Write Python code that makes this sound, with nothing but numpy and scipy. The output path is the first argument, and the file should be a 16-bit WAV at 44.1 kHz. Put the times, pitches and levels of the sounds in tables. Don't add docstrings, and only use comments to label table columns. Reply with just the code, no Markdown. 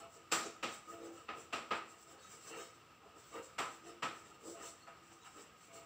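import sys
import numpy as np
from scipy import signal
from scipy.fft import rfft, irfft, next_fast_len
from scipy.io import wavfile
from scipy.ndimage import uniform_filter1d

SR = 44100
rng = np.random.default_rng(int(sys.argv[2]) if len(sys.argv) > 2 else 0)


def to_wav(sig):
    pcm = np.clip(np.atleast_2d(sig), -1, 1) * 32767
    pcm = np.round(pcm).astype(np.int16)
    wavfile.write(sys.argv[1], SR, pcm.T)


def ratio(d):
    e = np.asarray(d, float) / 20
    return 10 ** e


N = 258381

# mode_hz, level_db, t60_s
BOARD_MODES = [(245.5, 4.5, 0.89), (334, 3.5, 0.54), (396, -11.5, 0.1), (457, -4.5, 0.1), (520, -7.5, 0.17),
               (670, 2.5, 0.45), (710, -13.5, 0.54), (795, 1, 0.3)]
# mode_hz, level_db, t60_s
CHALK_MODES = [(1019, -3.5, 0.38), (1420, -6, 0.14), (1830, -16, 0.036), (1880, -36, 0.09),
               (2500, -9, 0.09), (2735, 17, 0.021)]
CONTROL_STEP = 64


def rms_one(x):
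    return x / np.sqrt(np.mean(x ** 2) + 1e-20)


def at_hz(points, hz):
    known_hz, known_value = np.transpose(points)
    return np.interp(np.log(hz), np.log(known_hz), known_value)


def coloured(x, points):
    size = next_fast_len(x.shape[-1] + SR // 4) // 2 * 2
    hz = np.maximum(np.arange(size // 2 + 1) * SR / size, 1)
    cepstrum = irfft(at_hz(points, hz) * np.log(10) / 20, size)
    cepstrum[1:size // 2] *= 2
    cepstrum[size // 2 + 1:] = 0
    return irfft(rfft(x, size) * np.exp(rfft(cepstrum)), size)[..., :x.shape[-1]]


def band(x, low_hz, high_hz):
    sections = signal.butter(2, [low_hz, high_hz], "band", fs=SR, output="sos")
    return signal.sosfilt(sections, x + 1e-18)


def drift(rate_hz):
    r = np.exp(-2 * np.pi * rate_hz / SR)
    wander = signal.lfilter([1], [1, -2 * r, r * r], rng.standard_normal(N + SR))
    return rms_one(wander[SR:])


def ring(x, hz, t60_s):
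    r, w = ratio(-60 / (t60_s * SR)), 2 * np.pi * hz / SR
    return signal.lfilter([0, np.sin(w)], [1, -2 * r * np.cos(w), r * r], x + 1e-18)


def resonate(x, hz, width_hz):
    r, w = np.exp(-np.pi * width_hz / SR), 2 * np.pi * hz / SR
    return signal.lfilter(np.array([1, 0, -1]) * (1 - r * r) / 2, [1, -2 * r * np.cos(w), r * r], x + 1e-18)


def taps():
    # start_s, peak_db, thud_db, crack_db, tick_db
    landings = [
        (0.317, -25.5, -18, -13.5, -17),
        (0.628, -34.5, -12.5, -13.5, -23),
        (1.285, -39.5, -14, -22.5, -40),
        (1.527, -33.5, -14, -17.5, -25.5),
        (1.708, -28.5, -17.5, -23, -40),
        (3.583, -28, -19.5, -22, -26),
        (4.024, -30.5, -17, -20.5, -28.5),
        (4.869, -45, -24.5, -33, -34),
    ]
    # part_hz, level_db
    blow = [
        (90, 23.5),
        (260, 21),
        (750, 15.5),
        (1250, -3.5),
        (2700, 10.5),
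        (4800, 12.5),
        (7800, 16),
        (15000, 13.5),
    ]
    hz, db = np.transpose(blow)
    out = np.zeros(N + SR)
    responses = room(count=len(landings), tail_db=-11)
    for (start_s, peak_db, thud, crack, tick), spot in zip(landings, responses):
        knock, air = thud + 6, tick + 6.9
        shares = np.array([thud, thud, thud, 0, knock, crack, tick, air])
        heard = coloured(spot, np.transpose([hz, db + shares + peak_db]))
        modes = sum(ratio(mode_db + rng.normal(-1.2, 2.4)) * resonate(heard, mode_hz, 5.1 / t60_s)
                    for mode_hz, mode_db, t60_s in [*BOARD_MODES, *CHALK_MODES[:-1]])
        brief = heard * np.exp(-np.arange(len(spot)) / SR / 0.0098)
        stick = ratio(4.5) * resonate(brief, 2750, width_hz=260)
        at = round(start_s * SR)
        out[at:at + len(spot)] += heard + modes + stick
    return out[:N]


def strokes():
    hiss_db, grit_db = dusting()
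    hum_db, centre_hz, scratch_db = pressing()
    grains = crumbling()
    dust = dust_hiss(grains, hiss_db) + grit(grains, hiss_db + grit_db)
    dust = dust + whistles(grains, hiss_db + 0.62 * grit_db)
    rub = scratching(grains, scratch_db) + board_hum(grains, hum_db, centre_hz)
    return dust + rub + squeaks(grains) + knuckles(hum_db)


def dusting():
    # middle_s, length_s, hiss_db, grit_db
    chalk_strokes = [(-0.002, 0.092, -62, -57), (0.146, 0.12, -63.5, -83), (0.45, 0.16, -71, -46),
                     (0.736, 0.11, -59, -51), (0.928, 0.12, -59, -78), (1.058, 0.092, -61.5, -59),
                     (1.158, 0.13, -63, -78), (1.4, 0.12, -62, -73), (1.743, 0.11, -62, -62),
                     (1.912, 0.12, -67, -76), (2.013, 0.086, -62, -75), (2.113, 0.11, -64.5, -60),
                     (2.242, 0.11, -66.5, -56), (2.317, 0.16, -60.5, -60), (2.479, 0.15, -57.5, -57),
                     (2.614, 0.17, -56, -48.5), (2.756, 0.052, -68, -84),
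                     (3.19, 0.096, -66, -65), (3.27, 0.15, -62.5, -59.5), (3.36, 0.1, -60.5, -56),
                     (3.462, 0.12, -63, -61), (3.74, .11, -64, -62), (3.89, 0.11, -63.5, -56.5),
                     (4.181, 0.15, -64.5, -65), (4.281, 0.13, -69.5, -71), (4.35, 0.038, -68, -61),
                     (4.5, 0.16, -58, -63), (4.658, 0.14, -56.5, -54.5), (4.81, 0.13, -71, -68),
                     (5.12, 0.25, -69, -73), (5.268, 0.19, -66.5, -62), (5.4, 0.084, -60.5, -58),
                     (5.63, 0.12, -65.5, -65), (5.77, 0.097, -59.5, -61)]
    middles, lengths, hiss, gritty = np.transpose(chalk_strokes)
    hiss_db = level_db(swells(middles, lengths, hiss - 3), rest_db=-91.5)
    return hiss_db, level_db(swells(middles, lengths, gritty - 4), rest_db=-80.5) - hiss_db


def pressing():
    # middle_s, length_s, hum_db, centre_hz,
    # scratch_db
    hand_presses = [(0.03, 0.098, -61.5, 660, -56), (0.176, 0.12, -68.5, 514, -62.5),
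                    (0.454, 0.093, -52.5, 374, -55), (0.907, 0.071, -63.5, 374, -60.5),
                    (0.944, 0.056, -58.5, 490, -54.5), (1.067, 0.16, -55, 400, -60.5),
                    (1.175, 0.11, -70.5, 500, -58.5), (1.379, 0.063, -55.5, 452, -61),
                    (1.96, 0.1, -73, 464, -63), (2.149, 0.15, -64, 526, -61),
                    (2.352, 0.13, -68.5, 442, -60.5), (2.55, 0.19, -57.5, 452, -48),
                    (2.624, 0.066, -60, 440, -68),
                    (3.06, 0.064, -62.5, 640, -71), (3.17, 0.066, -62, 396, -65),
                     (3.371, 0.095, -51, 436, -45.5), (3.89, 0.14, -64, 375, -59),
                     (4.3, 0.23, -68.5, 348, -61), (4.482, 0.12, -53.5, 366, -77),
                     (4.63, 0.16, -57.5, 464, -52.5), (4.89, 0.043, -67, 587, -55),
                     (5.12, 0.038, -67, 340, -58), (5.268, 0.07, -78, 629, -52),
                     (5.39, 0.076, -60.5, 313, -55), (5.77, 0.17, -65, 500, -57)]
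    middles, lengths, hum, centres, scratch = np.transpose(hand_presses)
    rest_hum_db, rest_centre_hz = -80, 400
    powers, rest = swells(middles, lengths, hum - 3), ratio(2 * rest_hum_db)
    centre_hz = (centres @ powers + rest_centre_hz * rest) / (powers.sum(axis=0) + rest)
    scratch_db = level_db(swells(middles, lengths, scratch - 4), rest_db=-68.5)
    return level_db(powers, rest_hum_db), every_sample(centre_hz), scratch_db


def swells(middles, lengths, levels_db):
    rise_db, fall_db = 12, 14
    time_s = np.arange(0, N + CONTROL_STEP, CONTROL_STEP) / SR
    away = 2 * (time_s - middles[:, None]) / lengths[:, None]
    return ratio(2 * (levels_db[:, None] - np.where(away < 0, rise_db, fall_db) * away ** 2))


def every_sample(coarse):
    return np.interp(np.arange(N) / CONTROL_STEP, np.arange(len(coarse)), coarse)


def level_db(powers, rest_db):
    return every_sample(10 * np.log10(powers.sum(axis=0) + ratio(2 * rest_db)))


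def crumbling():
    sizes = ratio(2.1 * np.minimum(rng.exponential(1, N), 5)) * rng.choice([-1, 1], N)
    return sizes * (rng.random(N) < 12000 / SR)


def dust_hiss(grains, hiss_db):
    hiss = rms_one(band(grains, 6400, 17000)) * ratio(hiss_db + 6 + 2.9 * drift(12.4))
    top = band(band(grains, 14000, 17000), 14000, 17000)
    return hiss + rms_one(top) * ratio(hiss_db + 6 + 1.5 * drift(12))


def grit(grains, grit_db):
    edges = 1500 * 2 ** np.arange(0, 2.5, .25)
    patches = sum(band(grains, lo, hi) * ratio(4 * drift(14) + 4 * np.log2(min(lo / 2800, 1)))
                  for lo, hi in zip(edges, edges[1:]))
    return rms_one(patches) * ratio(grit_db - 8.5)


def whistles(grains, whistle_db):
    # whistle_hz, width_hz
    flecks = [(3830, 26), (4350, 75), (5100, 180), (5450, 30), (5890, 77), (6300, 29), (7100, 110),
              (7630, 400), (8010, 40)]
    tones = sum(ratio(4 * drift(11)) * rms_one(resonate(grains, hz, 1.6 * width_hz))
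                for hz, width_hz in flecks)
    return rms_one(tones) * ratio(whistle_db - 8.0)


def scratching(grains, scratch_db):
    stick = rms_one(sum(ratio(db + 3.3 * drift(12)) * ring(grains, hz, t60_s)
                        for hz, db, t60_s in CHALK_MODES))
    rough, edges = rng.permutation(grains), 730 * 2 ** np.arange(0, 2.2, .25)
    rasp = sum(band(rough, lo, hi) * ratio(2.6 * drift(15.8)) for lo, hi in zip(edges, edges[1:]))
    return (rms_one(rasp) + 0.51 * stick) * ratio(scratch_db - 10.5)


def board_hum(grains, hum_db, centre_hz):
    hum = 0
    for hz, db, t60_s in BOARD_MODES:
        coupling_db = db - 26.2 * np.log2(hz / centre_hz) ** 2 + 2.5 * drift(5.7)
        hum = hum + ratio(coupling_db) * rms_one(ring(grains, hz, 0.96 * t60_s))
    rumble = rms_one(band(rng.permutation(grains), 290, 530))
    return (hum + 0.9 * rumble) * ratio(hum_db - 2.5)


def squeaks(grains):
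    # middle_s, pitch_hz, width_hz, level_db, length_s
    slips = [
        (0.898, 1240, 120, -72, 0.051),
        (3.89, 334, 25, -57, .1),
        (3.887, 670, 40.3, -63.5, 0.066),
        (4.484, 334, 25, -56, 0.092),
        (4.557, 670, 30, -62, 0.052),
        (4.832, 4370, 120, -65.5, 0.037),
        (5.366, 340, 50, -60.5, 0.045),
    ]
    time_s, out = np.arange(N) / SR, np.zeros(N)
    for middle_s, hz, width_hz, db, length_s in slips:
        envelope = np.exp(-4 * ((time_s - middle_s) / length_s) ** 2)
        tone = resonate(resonate(grains, hz, width_hz), hz, width_hz)
        out += ratio(db) * envelope * rms_one(tone)
    return out


def knuckles(hum_db):
    thump = rms_one(band(rng.standard_normal(N), 53, 202))
    return thump * ratio(0.72 * hum_db - 34 + 1.9 * drift(3.1))


def room(count, tail_db):
    # band_hz, t60_s
    decay = [(120, 0.38), (400, 0.46), (1200, 0.45), (3000, 0.42), (8000, 0.43), (15000, 0.39)]
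    # delay_s, level_db
    reflections = [(.0038, -11.5), (0.0097, -2), (0.0156, -18)]
    t = np.arange(SR // 2) / SR
    edges = 60 * 2 ** np.arange(0, 8.4, .5)
    white = rng.standard_normal((count, 2, len(t)))
    tail = 0
    for k, (lo, hi) in enumerate(zip(edges, edges[1:])):
        t60_s = at_hz(decay, np.sqrt(lo * hi))
        tail = tail + band(white[:, k % 2], lo, hi) * ratio(-60 * t / t60_s)
    build_up, fade_out = np.clip(t / 0.0053, 0, 1), np.clip((t[-1] - t) / 0.08, 0, 1)
    response = ratio(tail_db) * tail * build_up * fade_out
    response *= 1 + 0.16 * np.exp(-t / 0.054)
    response[:, 0] += 1
    for delay_s, db in reflections:
        response[:, round(delay_s * SR)] += ratio(db)
    return response


def room_hush():
    # band_hz, density_db (dB per Hz)
    hush_shape = [(30, 12.5), (100, 12), (300, -3), (1000, -16.5), (3000, -13), (8000, -21), (11000, -10),
                  (15000, -8)]
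    return ratio(-59 + drift(4.6)) * rms_one(coloured(rng.standard_normal(N), hush_shape))


def scene():
    # band_hz, level_db
    side_shape = [(30, -8), (90, -12), (180, -14.5), (350, -22.5), (1400, -33.5), (5500, -26.5),
                  (9000, -43), (14000, -16.5)]
    rubbing = strokes()
    reverberant = signal.fftconvolve(rubbing, room(count=1, tail_db=-7.5)[0])[:N]
    mid = ratio(7.0) * taps() + rubbing + ratio(-27.5) * reverberant + room_hush()
    loudness = np.sqrt(uniform_filter1d(mid ** 2, size=1000) + 1e-20)
    side = coloured(rng.standard_normal(N) * loudness, side_shape) * ratio(5)
    return np.array([mid + side, mid - side])


def top_cut(x):
    return signal.sosfilt(signal.butter(12, 16690, fs=SR, output="sos"), x)


def record(dry):
    # band_hz, level_db
    mic_shape = [(25, -44), (60, -16), (200, -3), (900, 6.5), (2700, 3.5), (4000, 0), (6000, 1.5),
                 (6600, -6.5), (7400, 8.5), (8100, 2), (9200, -13.5), (11500, -25), (13800, -19),
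                 (15100, -14.5)]
    case = ratio(15.5) * resonate(dry, 1253.5, width_hz=62.8)
    heard = coloured(dry + case, mic_shape)
    size = next_fast_len(N + SR)
    hz = np.maximum(np.arange(size // 2 + 1) * SR / size, 1)
    heard = irfft(rfft(heard, size) * (hz < 15620), size)[:, :N]
    return top_cut(heard)


dry = scene()
out = record(dry)
to_wav(out)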